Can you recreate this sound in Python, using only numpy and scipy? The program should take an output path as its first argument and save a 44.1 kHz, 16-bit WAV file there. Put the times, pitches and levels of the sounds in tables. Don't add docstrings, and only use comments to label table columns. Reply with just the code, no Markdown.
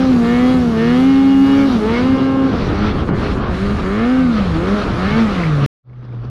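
import sys
import numpy as np
from scipy import signal
from scipy.fft import rfft, irfft, next_fast_len
from scipy.io import wavfile
from scipy.ndimage import uniform_filter1d

SR = 44100
rng = np.random.default_rng(int(sys.argv[2]) if len(sys.argv) > 2 else 0)


def file_out(sig):
    cols = np.atleast_2d(sig).T
    lim = np.clip(cols, -1, 1)
    pcm = np.round(lim * 32767).astype(np.int16)
    wavfile.write(sys.argv[1], SR, pcm)


def rack_gain(trim_db):
    fader = np.asarray(trim_db, float)
    return 10 ** (fader / 20)


N = 277823
TIME_S = np.arange(N) / SR
CUT_S = 5.6625


def unit(x):
    return x / np.sqrt(np.mean(x ** 2) + 1e-20)


def along(points, hz):
    point_hz, values = np.transpose(points)
    return np.interp(np.log(hz + 1), np.log(point_hz + 1), values)


def curves(tables):
    time_s, *columns = np.concatenate(tables).T
    return [np.interp(TIME_S, time_s, column) for column in columns]


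def wobble(rate_hz):
    knots = rng.standard_normal(int(N * rate_hz / SR) + 4)
    return np.interp(np.arange(N) * rate_hz / SR, np.arange(len(knots)), knots)


def bell(time_s, centre_s, half_s):
    return np.exp(-((time_s - centre_s) / half_s) ** 2)


def bumps(rows):
    t = np.arange(0, N, 64) / SR
    total = sum((height * bell(t, s, half) for s, half, height in rows), 0 * t)
    return total.repeat(64)[:N]


def filtered(x, response):
    m = next_fast_len(N + SR // 2)
    return irfft(rfft(x, m) * response(np.fft.rfftfreq(m, 1 / SR)), m)[:N]


def treble(x, corner_hz, steepness):
    return filtered(x, lambda hz: 1 / (1 + (corner_hz / (hz + 1)) ** steepness))


def modes_response(modes, hz):
    total = 0
    for k, (centre, width, db) in enumerate(modes):
        damping = 1j * hz * width
        total = total + (-1) ** k * rack_gain(db) * damping / (centre * centre - hz * hz + damping)
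    return total


def rush(spectrum, patchy_db):
    z = signal.stft(rng.standard_normal(N + 512), nperseg=512)[2]
    patches = uniform_filter1d(rng.standard_normal(z.shape), size=6, axis=0)
    patches = uniform_filter1d(patches, size=10, axis=1)
    x = signal.istft(z * rack_gain(patchy_db * unit(patches)), nperseg=512)[1][:N]
    return unit(filtered(x, lambda hz: rack_gain(along(spectrum, hz))))


# opens_s, shaft_then_hz, clutch_holds_s, shaft_then_hz, shuts_s
BLIPS = [(-0.11, 131.0, -0.025, 130.6, 0.084), (0.221, 115.3, 0.521, 128.6, 0.553),
         (0.762, 109.1, 1.076, 134.6, 1.44), (1.45, 135.6, 1.6, 138.4, 1.672),
         (1.808, 102.9, 2.086, 132.5, 2.498), (2.662, 93.8, 2.914, 108.4, 2.915),
         (3.069, 90.1, 3.202, 102.4, 3.279), (3.495, 86.4, 3.681, 102.2, 3.765),
         (3.837, 88.7, 4.128, 129.5, 4.231), (4.545, 76.9, 4.751, 106.0, 4.775),
         (4.962, 83.9, 5.195, 116.6, 5.196), (5.448, 80.6, 5.598, 69.8, 5.7)]
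# time_s, shaft_speed_hz
IDLE = [
    (5.8, 61),
    (5.92, 62.5),
    (6.1, 61.1),
    (6.232, 57),
    (6.27, 64),
    (6.3, 65),
]


def throttle():
    creep_hz_per_s, flywheel_s = 4, .083
    opens, low_hz, holds, top_hz, shuts = np.transpose(BLIPS)
    corners = [(opens, low_hz), (holds, top_hz), (shuts, top_hz + creep_hz_per_s * (shuts - holds))]
    ride = np.transpose(corners, (2, 0, 1)).reshape(-1, 2)
    shaft_hz = uniform_filter1d(curves([ride, IDLE])[0], size=round(flywheel_s * SR))
    blip = np.searchsorted(np.r_[opens[1:], IDLE[0][0]], TIME_S)
    since_s = TIME_S - np.r_[holds, 0][blip]
    climbed = np.clip(1 + since_s / np.r_[holds - opens, 1][blip], 0, 1)
    coasting = TIME_S > np.r_[shuts, N][blip]
    return shaft_hz, blip, climbed, np.maximum(since_s, 0), coasting


# top_speed_firing_db, coasting_loss_db, cylinder_mismatch_db, uneven_firing_db, roar_db
FIRING = [(-13, -3.5, -46, -32, -29.5), (-12, -1, -43, -32, -30.5), (-8.5, 0, -44.5, -37, -30.5),
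          (-11.5, 2, -42, -33, -31.5), (-13, 8, -46, -31, -29.5), (-23, 7, -44, -31, -28),
          (-30, 5, -47, -27.5, -27.5), (-18, 7, -46, -34, -28.5), (-11, 0, -42.5, -37, -28.5),
          (-16, 12, -42, -31.5, -26.5), (-14, -3, -41, -36, -27), (-15, 0, -43, -36, -28.5),
          (-24, 0, -70, -46, -42)]
# opening_octave_db, top_octave_db, third_partial_db, order_10_db, pulling_orders_14_up_db
OVERTONES = [(-26, -26, -31, -40, -45), (-22, -25, -30, -36, -42), (-20.5, -40, -31, -38, -39),
             (-31, -26, -31, -36, -48), (-22, -27.5, -35, -36, -41), (-32, -29, -40, -39, -50),
             (-33, -31, -46, -48, -48), (-22, -27, -40, -44, -46), (-22, -28, -33, -35, -44),
             (-20, -28, -31, -33, -47), (-26, -25, -35, -37, -40), (-28, -25, -27, -41, -50),
             (-50, -50, -48, -70, -70)]
# order_3_db, order_8_db, magneto_whine_order_12_db
STRAYS = [(-33, -40, -42), (-32, -38, -42), (-31, -38, -41), (-28, -34, -38), (-31, -32, -39),
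          (-29, -39, -44), (-34, -50, -41), (-34, -50, -41), (-35, -44, -36), (-37, -38, -35),
          (-34, -35, -35), (-30, -44, -49), (-60, -70, -70)]


def levels(shaft_hz, blip, climbed, since_s, coasting):
    tuned_db_per_hz = .27
    full_shut_hz_per_s = 190
    settle_s = .045
    top_db, loss_db, odd_db, uneven_db, roar_db = np.transpose(FIRING)[:, blip]
    open_db, held_db, third_db, low_db, high_db = np.transpose(OVERTONES)[:, blip]
    top_hz = np.r_[np.transpose(BLIPS)[3], IDLE[0][1]][blip]
    below_top_hz = np.minimum(shaft_hz - top_hz, 0) * (blip < len(BLIPS) - 1)
    shut = coasting * np.clip(-np.gradient(shaft_hz) * SR / full_shut_hz_per_s, 0, 1) ** 2
    bite_db = 4 * bell(climbed, .45, .3)
    sharp_fade_db = np.maximum(-28 * since_s - 8 * shut, -12)
    rows = [top_db + tuned_db_per_hz * below_top_hz - loss_db * coasting,
            open_db + (held_db - open_db) * climbed ** 3.5 - 12 * shut,
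            third_db - 8 * shut,
            low_db - 8 * shut,
            high_db + bite_db + sharp_fade_db,
            odd_db + bite_db - 1.5 - 8 * shut,
            *np.transpose(STRAYS)[:, blip] + np.outer([-4, -12, -2], shut),
            uneven_db + 7 * shut,
            roar_db + 3.5 * np.exp(-since_s / .14) + 3.5 * shut]
    return uniform_filter1d(np.array(rows), size=round(settle_s * SR), axis=1) + fade_db()


# centre_s, half_length_s, uneven_firing_db, roar_db, clean_tones_db
STUMBLES = [(1.74, .05, -4, 3, 2), (1.83, .04, 0, -1, -2), (2.17, .07, 4, 0, -1), (2.57, .04, -3, -1, 3),
            (2.71, .04, 3, 0, 2), (2.87, .04, 2, 2, -1), (2.95, .03, 1, -6, 0), (3.06, .025, -4, -5, -3),
            (3.27, .04, -2, -1, -1), (3.38, .05, -5, 0, 0), (2.63, .03, -4, 0, 0), (3.47, .03, -3, 2, 0),
            (3.55, .05, 0, 0, -4), (3.62, .05, -2, -1.5, 0), (3.79, .03, 1, 1, -4), (3.9, .06, 2, -3, 0),
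            (4.4, .06, -1, 2, 2), (4.52, .04, -1, 0, 4), (4.8, .03, -3, 0, 4), (4.95, .03, 2, 0, -5),
            (5.08, .05, 2, 0, -2), (5.33, .05, 2, 1, -2), (5.62, .04, 4, 1, -2), (5.915, .02, 8, 0, 0),
            (6.045, .02, 8, 3, -4), (6.142, .015, 8, 3, -3), (6.24, .02, 8, 2, -5)]


def stumbles_db():
    centre_s, half_s, *db = np.transpose(STUMBLES)
    swells = bell(np.arange(0, N, 16) / SR, centre_s[:, None], half_s[:, None])
    return (np.array(db) @ swells).repeat(16, axis=1)[:, :N]


# pitch_hz, width_hz, level_db
COWL = [(1200, 300, 4), (1450, 250, 0), (1770, 220, 3), (2170, 180, 3), (2500, 200, -5), (2870, 220, 1),
        (3300, 180, 2), (3700, 250, -3)]


def cowl_db(hz):
    between = rack_gain(2 * -7) * np.clip(hz / 1000, 0, 1) ** 2
    panels = sum(rack_gain(2 * db) / (1 + (2 * (hz - centre) / width) ** 2) ** 2 for centre, width, db in COWL)
    return 10 * np.log10(between + panels)


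# shaft_order, level_db
EVEN_ORDERS = [(14, 0), (16, 1), (18, -1), (20, -5), (22, -3), (24, -5), (26, -8), (30, -10), (28, -10),
               (32, -12), (34, -12)]
# shaft_order, level_db
ODD_ORDERS = [(1, 25), (5, 6), (7, 6), (9, 3), (11, 2), (13, -1), (15, 0), (17, 1), (19, 2), (21, 1),
              (23, -2), (25, -6), (27, -8)]
# centre_s, half_length_s, shaft_order, level_db
FLARES = [(.31, .06, 15, 10), (.44, .07, 16, 10), (.35, .04, 18, 2), (.5, .08, 26, 8), (.3, .06, 10, 4),
          (.35, .1, 22, -4), (.45, .1, 14, -3), (.81, .03, 16, 5), (.88, .07, 15, 6), (.84, .05, 26, 4),
          (.96, .06, 24, 4), (.9, .1, 18, -5), (.9, .1, 22, -4), (.95, .1, 20, -4), (1.02, .08, 14, -5),
          (1.1, .07, 21, 4), (1.4, .13, 21, 6), (1.62, .05, 16, 11), (1.62, .05, 17, 11),
          (1.61, .05, 20, 9), (1.87, .04, 12, 5), (1.95, .025, 19, 12), (1.97, .035, 18, 8),
          (1.9, .05, 16, -6), (2.0, .035, 12, 5), (2.15, .06, 22, 2), (2.2, .12, 21, 7), (2.25, .1, 14, -5),
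          (1.83, .03, 4, 5), (2.83, .05, 13, 7), (3.72, .1, 5, 6), (4.1, .1, 15, 7), (4.66, .07, 5, 13),
          (4.76, .06, 13, 10), (5.1, .04, 21, 9), (5.15, .04, 20, 8), (5.17, .05, 14, 8),
          (5.15, .06, 11, 5), (4.57, .08, 12, -10), (3.52, .05, 4, -6), (3.75, .04, 4, -9),
          (4.5, .08, 6, -8), (5.47, .08, 6, -6), (3.93, .06, 6, -6), (1.47, .08, 4, -4), (5.34, .05, 5, 8),
          (4.1, .1, 9, -5), (4.2, .08, 5, -8), (5.27, .05, 8, 10), (3.87, .06, 5, 6)]
# centre_s, half_length_s, level_db
SWELLS = [(.49, .08, 1.5), (1.77, .02, 3), (1.85, .03, -3), (2.14, .03, 2), (2.2, .03, -3), (2.42, .04, 1),
          (2.48, .02, -4), (2.54, .03, 5), (2.7, .04, -5), (2.84, .06, 5), (3.3, .04, 4), (3.62, .03, 1),
          (3.92, .06, -1.5), (.75, .05, -2), (4.8, .03, 4), (4.9, .05, -9), (5.04, .05, 4), (5.22, .03, 2),
          (5.28, .03, -2), (5.63, .04, 4)]


def orders(shaft_hz, turns, ragged, fire_db, octave_db, third_db, *sharp_db):
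    falling_hz_per_s = np.minimum(uniform_filter1d(np.gradient(shaft_hz) * SR, size=2000), 0)
    shut_db = 3 * np.tanh(falling_hz_per_s / 60)
    *blurred_db, whine_db = sharp_db
    low_db, high_db, odd_db, third_order_db, eighth_db = (db + shut_db for db in blurred_db)

    def tone(order, db, drift_db):
        flare_db = bumps([(s, half, size) for s, half, k, size in FLARES if round(k) == order])
        drift = .35 * wobble(6) + (.7 + .6 * ragged) * wobble(30)
        sine = np.sin(2 * np.pi * (order * turns + rng.random()))
        return rack_gain(db + flare_db + drift_db * drift) * np.sqrt(2) * sine

    def upper(order, db):
        panel_db = cowl_db(order * shaft_hz[::64]).repeat(64)[:N]
        return tone(order, db + panel_db, drift_db=2.2)

    out = tone(2, fire_db + bumps(SWELLS), drift_db=1.4)
    out += tone(4, octave_db, drift_db=1.66)
    out += tone(6, np.minimum(third_db, odd_db + 16), drift_db=1.5)
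    out += tone(3, third_order_db, drift_db=2.5)
    out += tone(8, eighth_db, drift_db=2)
    out += upper(10, low_db - 2)
    out += tone(12, whine_db, drift_db=2)
    for order, db in EVEN_ORDERS:
        out += upper(order, high_db + db)
    for order, db in ODD_ORDERS:
        darken_db = -.6 * (order - 11) * ragged * (order > 1)
        out += upper(order, odd_db + db - 1.5 + darken_db)
    return out


# time_s, size_in_usual_departures
POPS = [(2.578, 1.5), (2.623, 1.8), (2.7, 1.5), (2.846, 2), (3.042, 1.5), (3.144, 1.2), (3.332, 1.5),
        (3.375, 3), (3.536, 2), (3.745, 1.5), (3.788, .8), (3.841, 1.5), (2.676, 2), (2.967, 1.2),
        (2.99, 1.8), (3.11, 1.8), (3.196, 1.5), (3.264, 1.5), (3.414, 2), (4.461, 1), (4.555, 1.5),
        (4.903, 1.5), (4.973, 2), (5.033, 1.5), (5.064, 1.5)]
# time_s, size_in_usual_departures, roar_duck_db
BACKFIRE = (3.089, 4.8, -7)


def firing_blows(turns, gas, departures, pop_size):
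    fired = np.flatnonzero(np.diff(np.floor(2 * turns)))
    blows = gas * rng.standard_normal(N)
    blows[fired] += departures[:len(fired)]
    for s, size in POPS + [BACKFIRE[:2]]:
        blows[round(s * SR)] -= pop_size * size
    return blows


# pitch_hz, width_hz, level_db
PIPE = [(101.9, 78, 0.5), (214.4, 95.2, 4), (316.7, 96, 1), (438.6, 106, -3.5), (795, 463, -13.5),
        (1170, 360, -14.5)]


def burble(turns):
    blows = firing_blows(turns, .081, rng.standard_normal(3000), 1)
    return unit(filtered(blows, lambda hz: modes_response(PIPE, hz)))


# centre_s, level_db, half_length_s
DUCKS = [
    (2.92, -5, .025),
    (3.02, -4, .03),
    (3.12, -14, .025),
    (3.44, -14, .055),
    (3.8, -2, .04),
    (4.03, -3, .03),
    (4.9, -4, .05),
    (5.5, -3, .04),
]


def hiss_dips_db():
    return sum(db * bell(TIME_S, s, half) for s, db, half in DUCKS)


# pitch_hz, level_db_per_hz
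ROAR = [(290, -37.5), (500, -4), (642, -11), (706, -8.5), (897, -18.5), (1210, -5), (1450, -10.5),
        (2160, -17), (2370, -17.5), (4250, -20), (6060, -30.5), (7880, -74), (13300, -120)]
# centre_s, half_length_s, level_db
GULPS = [(.03, .08, 2), (.2, .04, -2), (.3, .08, -1), (.68, .05, -3), (.8, .03, 0), (1.1, .05, -2),
         (1.62, .05, 1), (1.75, .03, -2), (1.98, .04, 3), (2.15, .03, -2), (2.36, .08, -4), (2.62, .04, 1),
         (2.72, .04, -3), (2.85, .04, 2), (3.14, .05, -5), (3.26, .04, 4), (3.5, .07, -2), (3.75, .07, -2),
         (3.06, .025, -3), (3.35, .02, -3), (.55, .05, -2), (5.65, .02, 4), (4.1, .08, -2), (4.28, .04, -4),
         (4.37, .04, 1), (4.61, .05, -3), (4.78, .06, 0), (4.92, .04, 1), (5.11, .03, 4), (5.2, .025, 4),
         (5.25, .025, -1), (5.43, .05, 1), (5.57, .05, -1)]
# time_s, level_over_hiss_db
SPARKLE = [(0, 0.5), (1.75, 4.5), (1.85, -7), (2.15, -4), (2.25, -1), (3.4, -13.5), (3.6, -11)]


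def intake_roar(turns, roar_db):
    throb = 1 + .083 * np.cos(4 * np.pi * turns) + .033 * np.cos(2 * np.pi * turns)
    gain_db = roar_db + bumps(GULPS) - 3 + .7 * wobble(16)
    roar = rack_gain(gain_db) * unit(throb * rush(ROAR, patchy_db=1.5))
    crisp_db = .43 * curves([SPARKLE])[0] + 1.5 + .45 * hiss_dips_db()
    roar += (rack_gain(crisp_db) - 1) * treble(roar, 3500, 6)
    roar -= .4 * (TIME_S > CUT_S) * treble(roar, 1600, 6)
    return roar * rack_gain(BACKFIRE[2] * bell(TIME_S, BACKFIRE[0] + .03, .018))


RAGGED = [0, 0, 0, .2, .1, 1, 1, .7, .3, .8, .8, .8, 0]


def engine():
    shaft_hz, *state = throttle()
    *lines_db, uneven_db, roar_db = levels(shaft_hz, *state)
    lumpy_db, rush_db, clean_db = stumbles_db()
    ragged = uniform_filter1d(np.array(RAGGED)[state[0]], size=3000)
    turns = np.cumsum(shaft_hz * (1 + (.0018 + .006 * ragged) * wobble(60))) / SR
    burble_db = np.maximum(uneven_db, roar_db - 15) + lumpy_db + 9.2 + .6 * wobble(15)
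    out = rack_gain(clean_db) * orders(shaft_hz, turns, ragged, *lines_db)
    out += rack_gain(burble_db) * burble(turns)
    out += intake_roar(turns, roar_db + rush_db)
    return out + sputter(turns) + rasp(turns)


# time_s, lug_rate_hz, level_db
TRACK = [
    [(0.0, 177.8, -26), (0.6, 176.0, -26), (0.8, 151.1, -23), (1.11, 191.3, -24.5), (1.5, 199.7, -23),
     (1.75, 227.2, -24), (1.94, 197.5, -31), (2.15, 195.4, -29.5), (2.45, 157, -39)],
    [(4.1, 171.2, -33), (4.228, 171.7, -22.5), (4.312, 160.6, -27), (4.4, 147.4, -29.5)],
    [(5.08, 150.6, -34), (5.142, 150.5, -22), (5.22, 140.9, -26)],
]


def track():
    lug_hz, lug_db = curves(TRACK)
    spells = sum((TIME_S > rows[0][0]) * (TIME_S < rows[-1][0]) * 1. for rows in TRACK)
    spinning = uniform_filter1d(spells, size=3000)
    phase = 2 * np.pi * np.cumsum(lug_hz * (1 + .0056 * wobble(40))) / SR
    return spinning * rack_gain(lug_db + 2.4 * wobble(25)) * np.sqrt(2) * np.sin(phase)


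# time_s, strength_db
WIND = [(0, -28), (.6, -26.5), (.95, -30), (1.5, -28), (1.9, -29), (2.12, -25), (2.4, -36), (2.62, -21),
        (2.95, -19), (3.3, -17), (3.8, -19), (3.95, -26), (4.3, -29), (4.5, -17), (4.75, -25),
        (5.08, -21.5), (5.4, -24), (5.66, -30)]
# time_s, level_db
SPRAY = [(0, -53), (.45, -51.5), (.7, -53.5), (.96, -51), (1.25, -54), (1.64, -52.5), (2.05, -53.5),
         (2.33, -60.5), (2.87, -58.5), (3.3, -56), (3.7, -53.5), (4.3, -55.5), (4.75, -53.5), (5.36, -53),
         (5.66, -56)]
# pitch_hz, level_db_per_hz
BUFFET = [(8.8, -37), (15, 0), (65, 8.5), (117, 4), (157, -11), (220, -15.5), (290, -33.5), (480, -120)]
# pitch_hz, level_db_per_hz
HISS = [(5000, -5.5), (6500, 12.5), (8000, 5), (10500, 4), (12000, -1), (13500, -8), (14600, -20),
        (15500, -60)]


def weather():
    idle_wind_db, idle_hiss_db = -35, -84
    riding = TIME_S < IDLE[0][0]
    buffet_db = np.where(riding, curves([WIND])[0], idle_wind_db) + fade_db() + 1.4 * wobble(9)
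    hiss_db = np.where(riding, curves([SPRAY])[0], idle_hiss_db) + fade_db()
    hiss_db += hiss_dips_db() + .8 * wobble(10)
    buffet = rush(BUFFET, patchy_db=.7)
    hiss = rush(HISS, patchy_db=1.1)
    fine = treble(hiss, 11600, 16)
    powder = hiss - fine + rack_gain(curves([SPARKLE])[0]) * fine
    return rack_gain(uniform_filter1d(buffet_db, size=3000) - 2.5) * buffet + rack_gain(hiss_db + .6) * powder


# centre_s, half_length_s, level_db
SPUTTERS = [(1.73, .05, -33), (1.81, .03, -33), (2.55, .04, -36), (2.64, .03, -38), (2.72, .025, -36),
            (2.8, .03, -34), (2.86, .04, -30), (2.98, .02, -38), (3.1, .015, -29), (3.17, .02, -40),
            (3.3, .03, -33), (3.385, .015, -31), (3.46, .06, -28), (3.79, .02, -31), (4.4, .05, -34),
            (4.47, .03, -35), (4.72, .04, -33), (4.87, .04, -35), (4.98, .03, -31), (5.06, .05, -32),
            (5.34, .05, -32), (5.47, .07, -34), (5.6, .04, -35)]
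# pitch_hz, width_hz, level_db
CAN = [(560, 200, 0), (800, 260, -1), (1220, 300, -2), (1750, 400, -8)]


def sputter(turns):
    blows = firing_blows(turns, .12, rng.laplace(size=3000), 1.3)

    def can(hz):
        low_cut = hz ** 2 / (hz ** 2 + 450 ** 2)
        return modes_response(CAN, hz) * low_cut / (1 + 1j * hz / 2500) ** 3

    bursts = bumps([(s, half, rack_gain(db)) for s, half, db in SPUTTERS])
    return bursts * unit(filtered(blows, can))


# centre_s, half_length_s, level_db, pitch_hz, width_hz
RASP = (5.435, .065, -29.5, 2080, 420)


def rasp(turns):
    centre_s, half_s, db, hz, width = RASP
    chatter = (1 + np.cos(2 * np.pi * 59 * (TIME_S - 5.401))) ** 2
    shaken = chatter * (1 + .5 * np.cos(4 * np.pi * turns)) * rng.standard_normal(N)
    buzz = unit(filtered(shaken, lambda f: modes_response([(hz, width, 0)], f) ** 2))
    return rack_gain(db) * np.exp(-((TIME_S - centre_s) / half_s) ** 4) * buzz


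def fade_db():
    starts_s, full_s = 5.83, 6.3
    risen = np.clip((TIME_S - starts_s) / (full_s - starts_s), .01, 1)
    return np.where(TIME_S < IDLE[0][0], 0, .75 * 20 * np.log10(risen))


# start_s, peak_db, pitch_hz
TICKS = [
    (5.8973, -49.5, 2140),
    (5.9329, -46.5, 2220),
    (5.9623, -56, 1920),
    (5.996, -54, 2100),
    (6.028, -47.5, 2150),
    (6.0905, -43, 2090),
    (6.1242, -43, 2320),
    (6.1891, -52, 2450),
    (6.2092, -51, 1910),
]
# centre_s, level_db
PUFFS = [
    (6.05, -57),
    (6.25, -52),
]


def clutch():
    ticks = np.zeros(N + SR)
    t = TIME_S[:600]
    for s, db, hz in TICKS:
        ticks[round(s * SR):][:600] += rack_gain(db - 60 * t / .016) * np.sin(2 * np.pi * hz * t)
    swell = sum(rack_gain(db) * bell(TIME_S, s, .0085) for s, db in PUFFS)
    air = rush([(500, -30), (2500, -7), (4500, 5), (6000, -10), (9000, -50)], patchy_db=4)
    return ticks[:N] + swell * air


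def scene():
    return (engine() + track() + weather() + clutch())[None]


def top_cut(x):
    return signal.sosfilt(signal.butter(12, 15550, fs=SR, output="sos"), x)


def record(dry):
    limited = dry / (1 + np.abs(dry / .85) ** 4) ** (1 / 4)
    misfit = np.abs(limited[0] + .2) + (np.abs(TIME_S - CUT_S) > .0015)
    cut_s = TIME_S[np.argmin(misfit)]
    opening = np.clip((TIME_S - 5.83) / .06, 0, 1)
    mix = np.where(TIME_S <= cut_s, limited, limited * opening)
    return top_cut(mix)


dry = scene()
out = record(dry)
file_out(out)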